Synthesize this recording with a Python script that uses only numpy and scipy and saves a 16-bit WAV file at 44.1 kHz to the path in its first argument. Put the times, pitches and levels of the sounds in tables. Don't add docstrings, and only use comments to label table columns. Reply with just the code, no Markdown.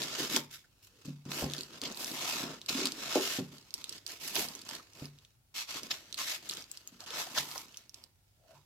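import sys
import numpy as np
from scipy import signal
from scipy.fft import rfft, irfft, next_fast_len
from scipy.io import wavfile
from scipy.ndimage import map_coordinates

SR = 44100
rng = np.random.default_rng(int(sys.argv[2]) if len(sys.argv) > 2 else 0)


def log_audio(samples):
    frames = np.atleast_2d(samples).T
    limited = np.clip(frames, -1, 1)
    pcm = np.round(limited * 32767).astype(np.int16)
    wavfile.write(sys.argv[1], SR, pcm)


N = 381463
TIME_S = np.arange(N) / SR

# start, build-up and slide in seconds, top rasp level in dB,
# then scrape, fizz and box drone in dB relative to the rasp.
STROKES = [(0.0, 0.005, 0.05, -44, -8, -18.5, -2.5), (0.091, 0.037, 0.086, -42, -7, -15, -9.5),
           (0.176, 0.018, 0.062, -38.0, -7, -8.0, -7.0), (0.292, 0.057, 0.0262, -35.5, -6.5, -7, -6.5),
           (0.505, 0.04, 0.0166, -48.5, -24, -5, -23.5), (0.822, 0.016, 0.015, -60, -19, -1, -16),
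           (1.044, 0.0074, 0.032, -53.5, -10.5, -11, -1.5), (1.25, 0.047, 0.037, -54.5, 0, -13, 1.5),
           (1.298, 0.1081, 0.0214, -40.5, -3.5, -4.5, -8), (1.42, 0.032, 0.177, -51.5, -5.0, -13.5, -1.5),
           (1.693, 0.0545, 0.021, -53.5, -2, -26.5, 1.5), (1.812, 0.02, 0.084, -47.0, -2, -18, 1.0),
           (1.95, 0.072, 0.13, -46.5, -4.5, -1.5, -4.5), (2.132, 0.1545, 0.132, -39, -5, -8.0, -13.5),
           (2.399, 0.027, 0.1162, -47.5, 0.0, -15.5, 2.5), (2.679, 0.019, 0.095, -38.5, -8.5, -10.0, -9.5),
           (2.761, 0.0564, 0.0503, -38.0, -7, -17, -6.5), (2.976, 0.17, 0.055, -41, -4, -11.5, -12.5),
           (3.139, 0.12, 0.113, -37.8, -9.5, -8, -19), (3.513, 0.0243, 0.022, -57.5, -3.5, -7, 0),
           (3.733, 0.05, 0.094, -55.5, -7, -9, -8.5), (3.879, 0.055, 0.034, -51.5, -10, -11, -6.5),
           (4.059, 0.0497, 0.047, -49, -6.5, -7, -11.5), (4.196, 0.055, 0.125, -45.0, -11.5, -4, -11.5),
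           (4.34, 0.031, 0.07, -37.5, -6, -1.5, -10), (4.454, 0.031, 0.072, -53.5, -4, -5.5, -5.5),
           (4.65, 0.1, 0.017, -46.5, -4.5, -9.5, -9.5), (4.943, 0.079, 0.026, -53, -3, -7.0, -4.0),
           (5.54, 0.025, 0.055, -40.5, -12.0, -9.5, -26), (5.672, 0.035, 0.018, -42, -10, -11.5, -21),
           (5.733, 0.035, 0.01, -41.5, -7.5, -11, -11), (5.815, 0.023, 0.047, -54, -8, -9, 0.5),
           (5.897, 0.018, 0.038, -45, -7.0, -9.5, -12.5), (6.168, 0.036, 0.038, -38.5, -11.5, -9, -19.5),
           (6.253, 0.055, 0.04, -38.0, -10.5, -8.5, -29), (6.422, 0.086, 0.1, -50.0, -5.5, -9.5, -8),
           (6.675, 0.031, 0.094, -60.5, -12.5, -7.0, -28), (6.991, 0.028, 0.026, -54, -2, -9.5, -18.5),
           (7.061, 0.089, 0.036, -44.0, -2.5, -14.5, -14), (7.141, 0.0599, 0.0321, -40.5, -5, -7.0, -17),
           (7.253, 0.055, 0.057, -51.5, -2, -4.5, -7), (7.339, 0.0464, 0.029, -38.0, -8.5, -6, -12.5),
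           (7.424, 0.061, 0.13, -51.0, -4, -1.5, -19), (7.69, 0.091, 0.042, -59.5, -8, -9.0, -24),
           (7.928, 0.036, 0.0774, -65.0, -1.5, -5.5, -7.0), (8.467, 0.044, 0.075, -69.5, 0, -7, -2.5)]
# time in seconds, rasp level in dB.
HANDLING = [(0.0, -42.5), (0.4, -67), (0.75, -77), (0.99, -67.0), (1.24, -73), (1.54, -57.5), (2.58, -64.5),
            (2.96, -50), (3.62, -65), (4.03, -70.0), (4.6, -59.0), (5.27, -73.5), (5.43, -89), (5.95, -60),
            (6.83, -66), (7.55, -56.5), (8.15, -84.5), (8.65, -76.5)]
# time in seconds, left over right in dB.
RUB_PAN = [(0, -1.5), (.6, -1.5), (1.35, -1), (1.8, -1), (2.3, -0.5), (2.8, -1), (3.3, 0), (3.9, -2),
           (4.4, -3), (5, -2), (6.3, 0.5), (7.3, -1), (8, -2), (8.65, -6.5)]
# frequency in Hz, relative density in dB.
FOAM_SPECTRUM = [(240, -25), (400, 0), (446, 1.5), (607, 3), (852, 1.5), (1090, 0), (2320, -7.5),
                 (2630, -5), (3210, -5.5), (5350, -6), (7870, -13), (8760, -17.5), (12500, -10),
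                 (15000, -17), (16000, -28.5)]
# frequency in Hz, relative density in dB.
CARD_SPECTRUM = [(90, -19), (122, -13.5), (144, -0.5), (165, -6.5), (200, -4), (255, -1.5), (320, -1),
                 (390, -3), (470, -7), (600, -9), (800, -38.5)]
# frequency in Hz, relative density in dB.
AIR_SPECTRUM = [(15, -35.5), (25, -16.5), (53, -4.5), (74, -6.5), (102, -0.5), (127, -5), (249, -23),
                (560, -28), (796, -23.5), (1230, -35.5), (1370, -28), (1700, -32.5), (16000, -32.5)]
# frequency in Hz, rms level in dB.
HUM_TONES = [(49, -88.5), (100, -83)]
# time in seconds, level in dB, ring in Hz, left over right in dB.
BIG_CREASES = [(0.0196, -23, 3900, 2), (0.0286, -27.5, 3763, 8), (0.0358, -23.5, 4640, 2),
               (0.3, -32, 3740, -3), (0.364, -15, 7500, -2), (0.4472, -48, 7600, 5), (1.0564, -41, 7530, 6),
               (1.2539, -44, 5680, -2), (1.3166, -33, 4520, 2.5), (1.4432, -27, 5640, -3.5),
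               (1.4996, -33.5, 4030, -2.5), (1.5358, -23, 3770, 1.5), (1.582, -27.5, 4420, -2.5),
               (1.589, -30, 4600, -10), (1.609, -26, 4460, -3), (1.7343, -39, 3900, -3),
               (1.8165, -24, 4640, -1.5), (1.8368, -26.5, 3100, 1), (1.9242, -31.5, 6530, 1.5),
               (2.0067, -28.5, 4980, -2.5), (2.0456, -22.5, 5600, -1.5), (2.1148, -28, 5140, -3.5),
               (2.6157, -33.5, 3900, -1.5), (2.662, -32, 4600, -5), (2.6941, -19.5, 4500, -1),
               (2.856, -17, 4530, 0.5), (2.871, -21, 5040, 0.5), (2.921, -22.5, 4746, -2),
               (3.707, -36.5, 4800, -7.5), (3.7408, -19, 5480, -4), (3.8422, -25.5, 3830, -4.5),
               (3.8939, -25, 5300, -5), (3.9258, -29.5, 5080, -2.5), (4.0652, -25.5, 4650, -8),
               (4.0775, -31, 6140, -5), (4.278, -27, 10800, -7.5), (4.4864, -27.5, 5000, -4),
               (4.5517, -29.5, 6190, -3), (4.6904, -28.5, 5530, 2), (4.7517, -28.5, 4530, -4.5),
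               (4.9343, -41, 6020, -3), (5.0556, -33, 5100, -3), (5.1875, -44.5, 3800, -3),
               (5.2498, -43, 3600, -2.5), (5.8332, -27, 5490, -3), (6.127, -26.5, 3970, -8.5),
               (6.1437, -26.5, 4300, -3), (6.178, -29.5, 4840, -10), (6.491, -26, 7220, 2.5),
               (6.4965, -21.5, 3970, -4), (6.511, -26, 5270, -3), (6.519, -31.5, 3970, 0),
               (6.537, -28, 5900, -1.5), (6.6068, -37, 4860, 4.5), (6.7153, -27, 7700, 2.5),
               (6.7735, -30.5, 5170, -2.5), (6.875, -31, 6920, -3), (7.0057, -32.5, 4740, -2.5),
               (7.1062, -29.5, 3700, -2), (7.3853, -17, 3630, -3), (7.5142, -29.5, 4850, -2.5),
               (7.5794, -24.5, 5620, -3), (7.7722, -29, 5970, -2.5), (7.8945, -37.5, 5700, -7.5),
               (7.944, -31, 5240, -6.5), (8.0393, -36.5, 4950, -8)]
# time in seconds, level in dB, excitation centre in Hz, spread in octaves.
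KNOCKS = [(0.196, -35.5, 298, 0.7), (0.341, -30.5, 292, 0.3), (0.362, -30, 260, 0.96),
          (1.052, -38, 185, .45), (1.079, -30, 185, 0.5), (1.258, -34.5, 183, 0.735),
          (1.287, -39, 178.5, 0.3), (1.42, -25.5, 500, 0.804), (1.424, -36, 70, 0.53),
          (1.437, -24, 150, 1.5), (1.463, -33.5, 330, 1.11), (1.581, -41.5, 307, 0.42),
          (1.828, -37, 304, 0.384), (2.111, -36.5, 313, 0.63), (2.433, -31, 237.5, 0.461),
          (2.749, -29, 248, 0.17), (2.810, -33, 372, 0.21), (2.842, -31, 271, 0.31),
          (3.155, -14, 473, 0.607), (3.180, -24, 386, 0.3), (3.384, -22.5, 260, 0.862),
          (3.401, -31.5, 152, 0.33), (4.385, -50, 88, .25), (4.96, -52, 200, 1.2), (5.016, -39, 97, 0.29),
          (5.018, -35, 280, .75), (6.922, -50, 213, 0.21), (7.377, -41, 105, 0.7), (7.557, -43.5, 800, .7),
          (8.545, -58.5, 150, 0.22)]
# frequency in Hz, relative level in dB, T60 in seconds.
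BOX_MODES = [(68, -12.5, 0.11), (102, -17.5, 0.033), (144.2, -2, 0.46), (179.7, -4.5, 0.25),
             (235.6, -9.5, .25), (264, -1, 0.19), (319, -3.5, .1), (370.4, -5, 0.18), (391, -10, 0.25),
             (477.5, 0, 0.055), (604, 1.5, 0.064), (758, 7, 0.03), (890, -18.5, 0.029), (1063, -4, 0.12),
             (1400, -8, 0.049)]
# peak time in seconds, level in dB, rise and fall in seconds, pitch in Hz.
BURSTS = [(0.363, -24, 0.0012, 0.003, 4570), (0.369, -30.5, 0.0017, 0.0027, 1100),
          (1.318, -33, 0.00066, 0.0015, 1900), (1.858, -39.5, 0.0072, 0.0055, 3600),
          (2.692, -41, 0.0017, 0.0043, 4300), (4.355, -28, 0.00061, 0.0056, 5640),
          (4.364, -31, 0.0027, 0.0057, 2240), (5.908, -36.5, 0.00058, 0.00607, 2800),
          (5.912, -29.5, 0.00161, 0.0048, 3200), (7.38, -37, 0.0077, 0.0044, 1250),
          (7.382, -31, 0.0078, 0.0034, 3600), (7.558, -38, .0006, 0.0035, 1000)]
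# peak time in seconds, level in dB, swell sigma in seconds, pitch in Hz.
CHAFES = [(0.546, -60, 0.021, 1412), (0.648, -64, .008, 1600), (0.985, -69.5, 0.042, 467),
          (4.106, -55.5, 0.0057, 1560), (4.389, -39, 0.01, 335), (4.707, -55, 0.0102, 973),
          (4.798, -54, 0.007, 1205), (6.206, -45.5, 0.0129, 1137), (7.033, -57.5, 0.0076, 726),
          (7.115, -49.5, .005, 520), (7.174, -49.5, 0.0055, 700), (7.274, -46.5, 0.0049, 695),
          (7.376, -38, 0.0141, 1640), (8.447, -68.5, 0.03, 620), (8.521, -58.5, 0.015, 627),
          (8.561, -65.5, 0.02, 929)]
# start in seconds, length in seconds, mean snap level in dB.
FLEXES = [(1.487, .15, -35.5), (1.83, .3, -34.5), (3.552, .11, -46), (3.76, .08, -42), (3.921, .07, -38),
          (4.08, .05, -35), (4.499, .25, -39.5), (6.52, .14, -34), (7.02, .08, -37.5), (7.583, .17, -45)]
# frequency in Hz, T60 in seconds.
ROOM_T60 = [(150, 0.34), (1000, 0.35), (5000, 0.13), (15000, 0.14)]


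def from_db(db):
    return 10 ** (np.asarray(db) / 20)


def unit_rms(x):
    return x / np.sqrt(np.mean(x ** 2) + 1e-20)


def over_time(points):
    return np.interp(TIME_S, *np.transpose(points))


def at_hz(points, hz):
    points_hz, values = np.transpose(points)
    return np.interp(np.log(hz), np.log(points_hz), values)


def coloured(x, spectrum):
    size = next_fast_len(N)
    hz = np.maximum(np.arange(size // 2 + 1) * SR / size, 1)
    return unit_rms(irfft(rfft(x, size) * from_db(at_hz(spectrum, hz)), size)[..., :N])


def band(x, low_hz, high_hz, order=2):
    sos = signal.butter(order, [low_hz, min(high_hz, 0.45 * SR)], "band", fs=SR, output="sos")
    return signal.sosfilt(sos, x + 1e-18)


def wobble(per_s):
    return np.interp(TIME_S * per_s, np.arange(N // 8), rng.standard_normal(N // 8))


def add(out, start_s, sound):
    start = max(round(start_s * SR), 0)
    out[..., start:start + sound.shape[-1]] += sound[..., :N - start]


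def panned(x, pan_db):
    return x * from_db(np.array([[0.5], [-0.5]]) * pan_db)


def placed(x, pan_db, lag_s_per_db=0.00002):
    leads = np.array([0.5, -0.5]) * pan_db * lag_s_per_db * SR
    shifted = [map_coordinates(side, [np.arange(len(side)) + lead]) for side, lead in zip(x, leads)]
    return panned(np.array(shifted), pan_db)


def mid_side(noises, width):
    return noises[0] + width * noises[1] * np.array([[1], [-1]])


def wide_treble(noises, width):
    return mid_side([noises[0], band(noises[1], 900, 19000, order=1)], width)


def slips(grain_db, chatter_db, chatter_per_s):
    ticks = rng.standard_normal((2, N)) * from_db(grain_db * np.minimum(rng.exponential(1, N), 5))
    return ticks * from_db(chatter_db * wobble(chatter_per_s))


def rubbing_levels_db(bite_s=0.0073, build_db=7.5, ease_db=3.2, release_db_per_s=289):
    handling_mix_db = np.array([[0], [-5.5], [-9.5], [-6]])
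    power = from_db(over_time(HANDLING) + handling_mix_db) ** 2
    t = TIME_S[:SR]
    for start_s, build_s, slide_s, top_db, *mix_db in STROKES:
        turns_s = np.cumsum([0, build_s, slide_s])
        shape_db = np.interp(t, turns_s, [-build_db, 0, -ease_db])
        shape_db -= release_db_per_s * np.maximum(t - turns_s[-1], 0)
        stroke = from_db(top_db + shape_db) * np.minimum(t / bite_s, 1)
        add(power, start_s, np.outer(from_db([0, *mix_db]), stroke) ** 2)
    return 10 * np.log10(power)


def lightness(rasp_db, firm_db=-44, light_db=-54):
    return np.clip((rasp_db - firm_db) / (light_db - firm_db), 0, 1)


def foam_rub(friction, rasp_db, scrape_db, fizz_db):
    scrape = from_db(scrape_db) * unit_rms(mid_side(band(friction, 550, 1700, order=3), 0.45))
    rasp = from_db(rasp_db + 2.1) * unit_rms(mid_side(band(friction, 2040, 7900, order=4), 0.96))
    fizz = from_db(fizz_db + 1.06) * unit_rms(mid_side(band(friction, 8000, 19000, order=4), 1))
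    light = lightness(rasp_db)
    pull = from_db((0.7 + 1.2 * light) * wobble(per_s=110) - 1.8 * light)
    return (panned(scrape + fizz, pan_db=3) + panned(rasp, pan_db=-0.5)) * pull


def panel_reflection(x, strength=0.38, delay_s=0.0007):
    lags = [(delay_s * SR * np.exp(0.3 * wobble(per_s=5))).astype(int) for side in x]
    mirrored = np.array([side[np.maximum(np.arange(N) - lag, 0)] for side, lag in zip(x, lags)])
    return (x + strength * mirrored) / np.hypot(1, strength)


def box_drone(drone_db, rasp_db):
    panels = coloured(slips(grain_db=1, chatter_db=4, chatter_per_s=150), CARD_SPECTRUM)
    gain = from_db(drone_db + 0.55 - 0.93 * lightness(rasp_db))
    return gain * unit_rms(mid_side(panels, width=0.23))


def room_tone(air_db=-71):
    mid, side = coloured(rng.standard_normal((2, N)), AIR_SPECTRUM)
    side = 0.2 * side + band(side, 600, 17000, order=1)
    hum = sum(np.sqrt(2) * from_db(db) * np.sin(2 * np.pi * hz * TIME_S) for hz, db in HUM_TONES)
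    return from_db(air_db) * mid_side([mid, side], width=1) + hum


def sleeve_crinkle(rasp_db, median_per_s=110, spread_db=5.5):
    rate_per_s = median_per_s * from_db(5 * wobble(per_s=16))
    onsets = np.flatnonzero(rng.random(N) < rate_per_s / SR)
    count = len(onsets)
    size_db = spread_db * np.minimum(rng.exponential(1, count), 3)
    gains = from_db(np.minimum(rasp_db[onsets], -46) + 15 + size_db)
    clicks = np.zeros((4, 2, N))
    clicks[rng.integers(0, 4, count), :, onsets] = panned(gains, pan_db=rng.normal(-8.5, 7.6, count)).T
    bands_hz = np.geomspace(3300, 7000, 4)
    return sum(band(train, hz / 0.9, hz * 1.117, order=1) for train, hz in zip(clicks, bands_hz))


def sleeve_snaps(creases, ring_s=0.00045, crack_s=0.000078, flutter_s=0.0013):
    out, t = np.zeros((2, N)), TIME_S[:SR // 50]
    hisses = band(rng.standard_normal((len(creases), 3, len(t))), 4700, 13000)
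    for (start_s, level_db, hz, pan_db), hiss in zip(creases, hisses):
        overtone_ratio, slack = rng.uniform(1.3, 1.9), rng.uniform(0.7, 1.3)
        phase = 2 * np.pi * hz * t
        ring = (np.sin(phase) + 0.36 * np.sin(overtone_ratio * phase)) * np.exp(-t / (ring_s * slack))
        crack = 0.42 * (hiss[2] + 0.59 * hiss[:2]) * np.exp(-t / crack_s)
        flutter = 0.22 * hiss[:2] * np.exp(-t / flutter_s)
        force = from_db(0.26 * (level_db + 24))
        snap = band(ring + force * (crack + flutter), 2800, 15000, order=3)
        snap = placed(np.pad(snap, [(0, 0), (SR // 1000, 0)]), pan_db)
        peak = np.sqrt(np.mean(np.abs(snap).max(1) ** 2))
        add(out, start_s - 0.001, from_db(level_db + 3.5) * snap / peak)
    return out


def box_knocks(contact_s=0.0029, rattle_s=0.026):
    out, t = np.zeros((2, N)), TIME_S[:SR // 2]
    hz, mode_db, t60_s = np.transpose(BOX_MODES)[:, :, None]
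    polarity = (-1) ** (np.arange(len(BOX_MODES))[:, None] // 2)
    modes = polarity * from_db(mode_db - 60 * t / t60_s) * np.sin(2 * np.pi * hz * t)
    for start_s, level_db, centre_hz, spread_oct in KNOCKS:
        excitation = np.exp(-0.5 * (np.log2(hz / centre_hz) / spread_oct) ** 2)
        body = (modes * excitation).sum(0)
        noise = mid_side(rng.standard_normal((2, len(t))), width=0.34)
        flaps = unit_rms(band(noise, centre_hz / 2 ** spread_oct, centre_hz * 2 ** spread_oct))
        blow = body / np.abs(body).max() + 0.21 * flaps * np.exp(-t / rattle_s)
        add(out, start_s, from_db(level_db) * blow * (1 - np.exp(-t / contact_s)))
    return out


def noisy_bursts(friction):
    out = np.zeros((2, N))
    for peak_s, level_db, rise_s, fall_s, hz in BURSTS:
        span = slice(max(round((peak_s - 0.1) * SR), 0), round((peak_s + 0.2) * SR))
        t = TIME_S[span] - peak_s
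        noise = mid_side(friction[:, span], width=0.65)
        burst = unit_rms(band(noise, hz / 1.58, hz * 2.266) + 0.4 * band(noise, hz, 16000, order=1))
        envelope = np.exp(-np.maximum(-t / rise_s, t / fall_s))
        out[:, span] += from_db(level_db + 3.5) * burst * envelope
    return out


def foam_chafes(friction, edge_ratio=1.146, skirt=0.086):
    out = np.zeros((2, N))
    for peak_s, level_db, sigma_s, hz in CHAFES:
        span = slice(round((peak_s - 0.15) * SR), round((peak_s + 0.15) * SR))
        swell = np.exp(-0.5 * ((TIME_S[span] - peak_s) / sigma_s) ** 2)
        noise = mid_side(friction[:, span], width=0.35)
        hollow = band(noise, hz / edge_ratio, hz * edge_ratio) + skirt * band(noise, hz / 2, hz * 2)
        out[:, span] += from_db(level_db) * unit_rms(swell * hollow) * np.sqrt(np.mean(swell ** 2))
    return out


def flex_creases(snaps_per_s=42, spread_db=3.5, ring_hz=4750, spread_oct=0.303):
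    creases = []
    for start_s, length_s, level_db in FLEXES:
        delays_s = (np.arange(16) + rng.random(16)) / snaps_per_s
        for delay_s in delays_s[delays_s < length_s]:
            hz = ring_hz * 2 ** rng.normal(0, spread_oct)
            pan_db = rng.normal(-4, 2.5)
            creases.append((start_s + delay_s, rng.normal(level_db, spread_db), hz, pan_db))
    return creases


def room(x, early_db, tail_db, early_decay_s=0.0041):
    t, edges_hz = TIME_S[:SR // 2], np.geomspace(90, 18000, 9)
    early_noise, tail_noise = [wide_treble(n, width=0.98) for n in rng.standard_normal((2, 2, len(t)))]
    early = unit_rms(early_noise * np.exp(-t / early_decay_s) * (t > 0.0015))
    tail = np.zeros_like(early)
    for low_hz, high_hz in zip(edges_hz, edges_hz[1:]):
        t60_s = at_hz(ROOM_T60, np.sqrt(low_hz * high_hz))
        tail += band(tail_noise, low_hz, high_hz) * from_db(-60 * t / t60_s) * (t > 0.006)
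    response = (from_db(early_db) * early + from_db(tail_db) * unit_rms(tail)) / np.sqrt(len(t))
    return x + signal.oaconvolve(x, response, axes=1)[:, :N]


def scene():
    rasp_db, scrape_db, fizz_db, drone_db = rubbing_levels_db()
    friction = coloured(slips(grain_db=2, chatter_db=2.5, chatter_per_s=450), FOAM_SPECTRUM)
    handling = foam_rub(friction, rasp_db, scrape_db, fizz_db) + noisy_bursts(friction)
    handling = panned(panel_reflection(handling), over_time(RUB_PAN))
    handling = room(handling + foam_chafes(friction), early_db=-11.5, tail_db=-15)
    box = room(box_drone(drone_db, rasp_db) + box_knocks(), early_db=-16, tail_db=-14)
    air = room_tone()
    crackle = sleeve_crinkle(rasp_db) + sleeve_snaps(list(BIG_CREASES) + flex_creases())
    sleeve = room(crackle, early_db=-8.5, tail_db=-12)
    return handling + box + air + sleeve


def record(dry):
    return signal.sosfilt(signal.ellip(10, 0.2, 70, 16100, fs=SR, output="sos"), dry)


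dry = scene()
out = record(dry)
log_audio(out)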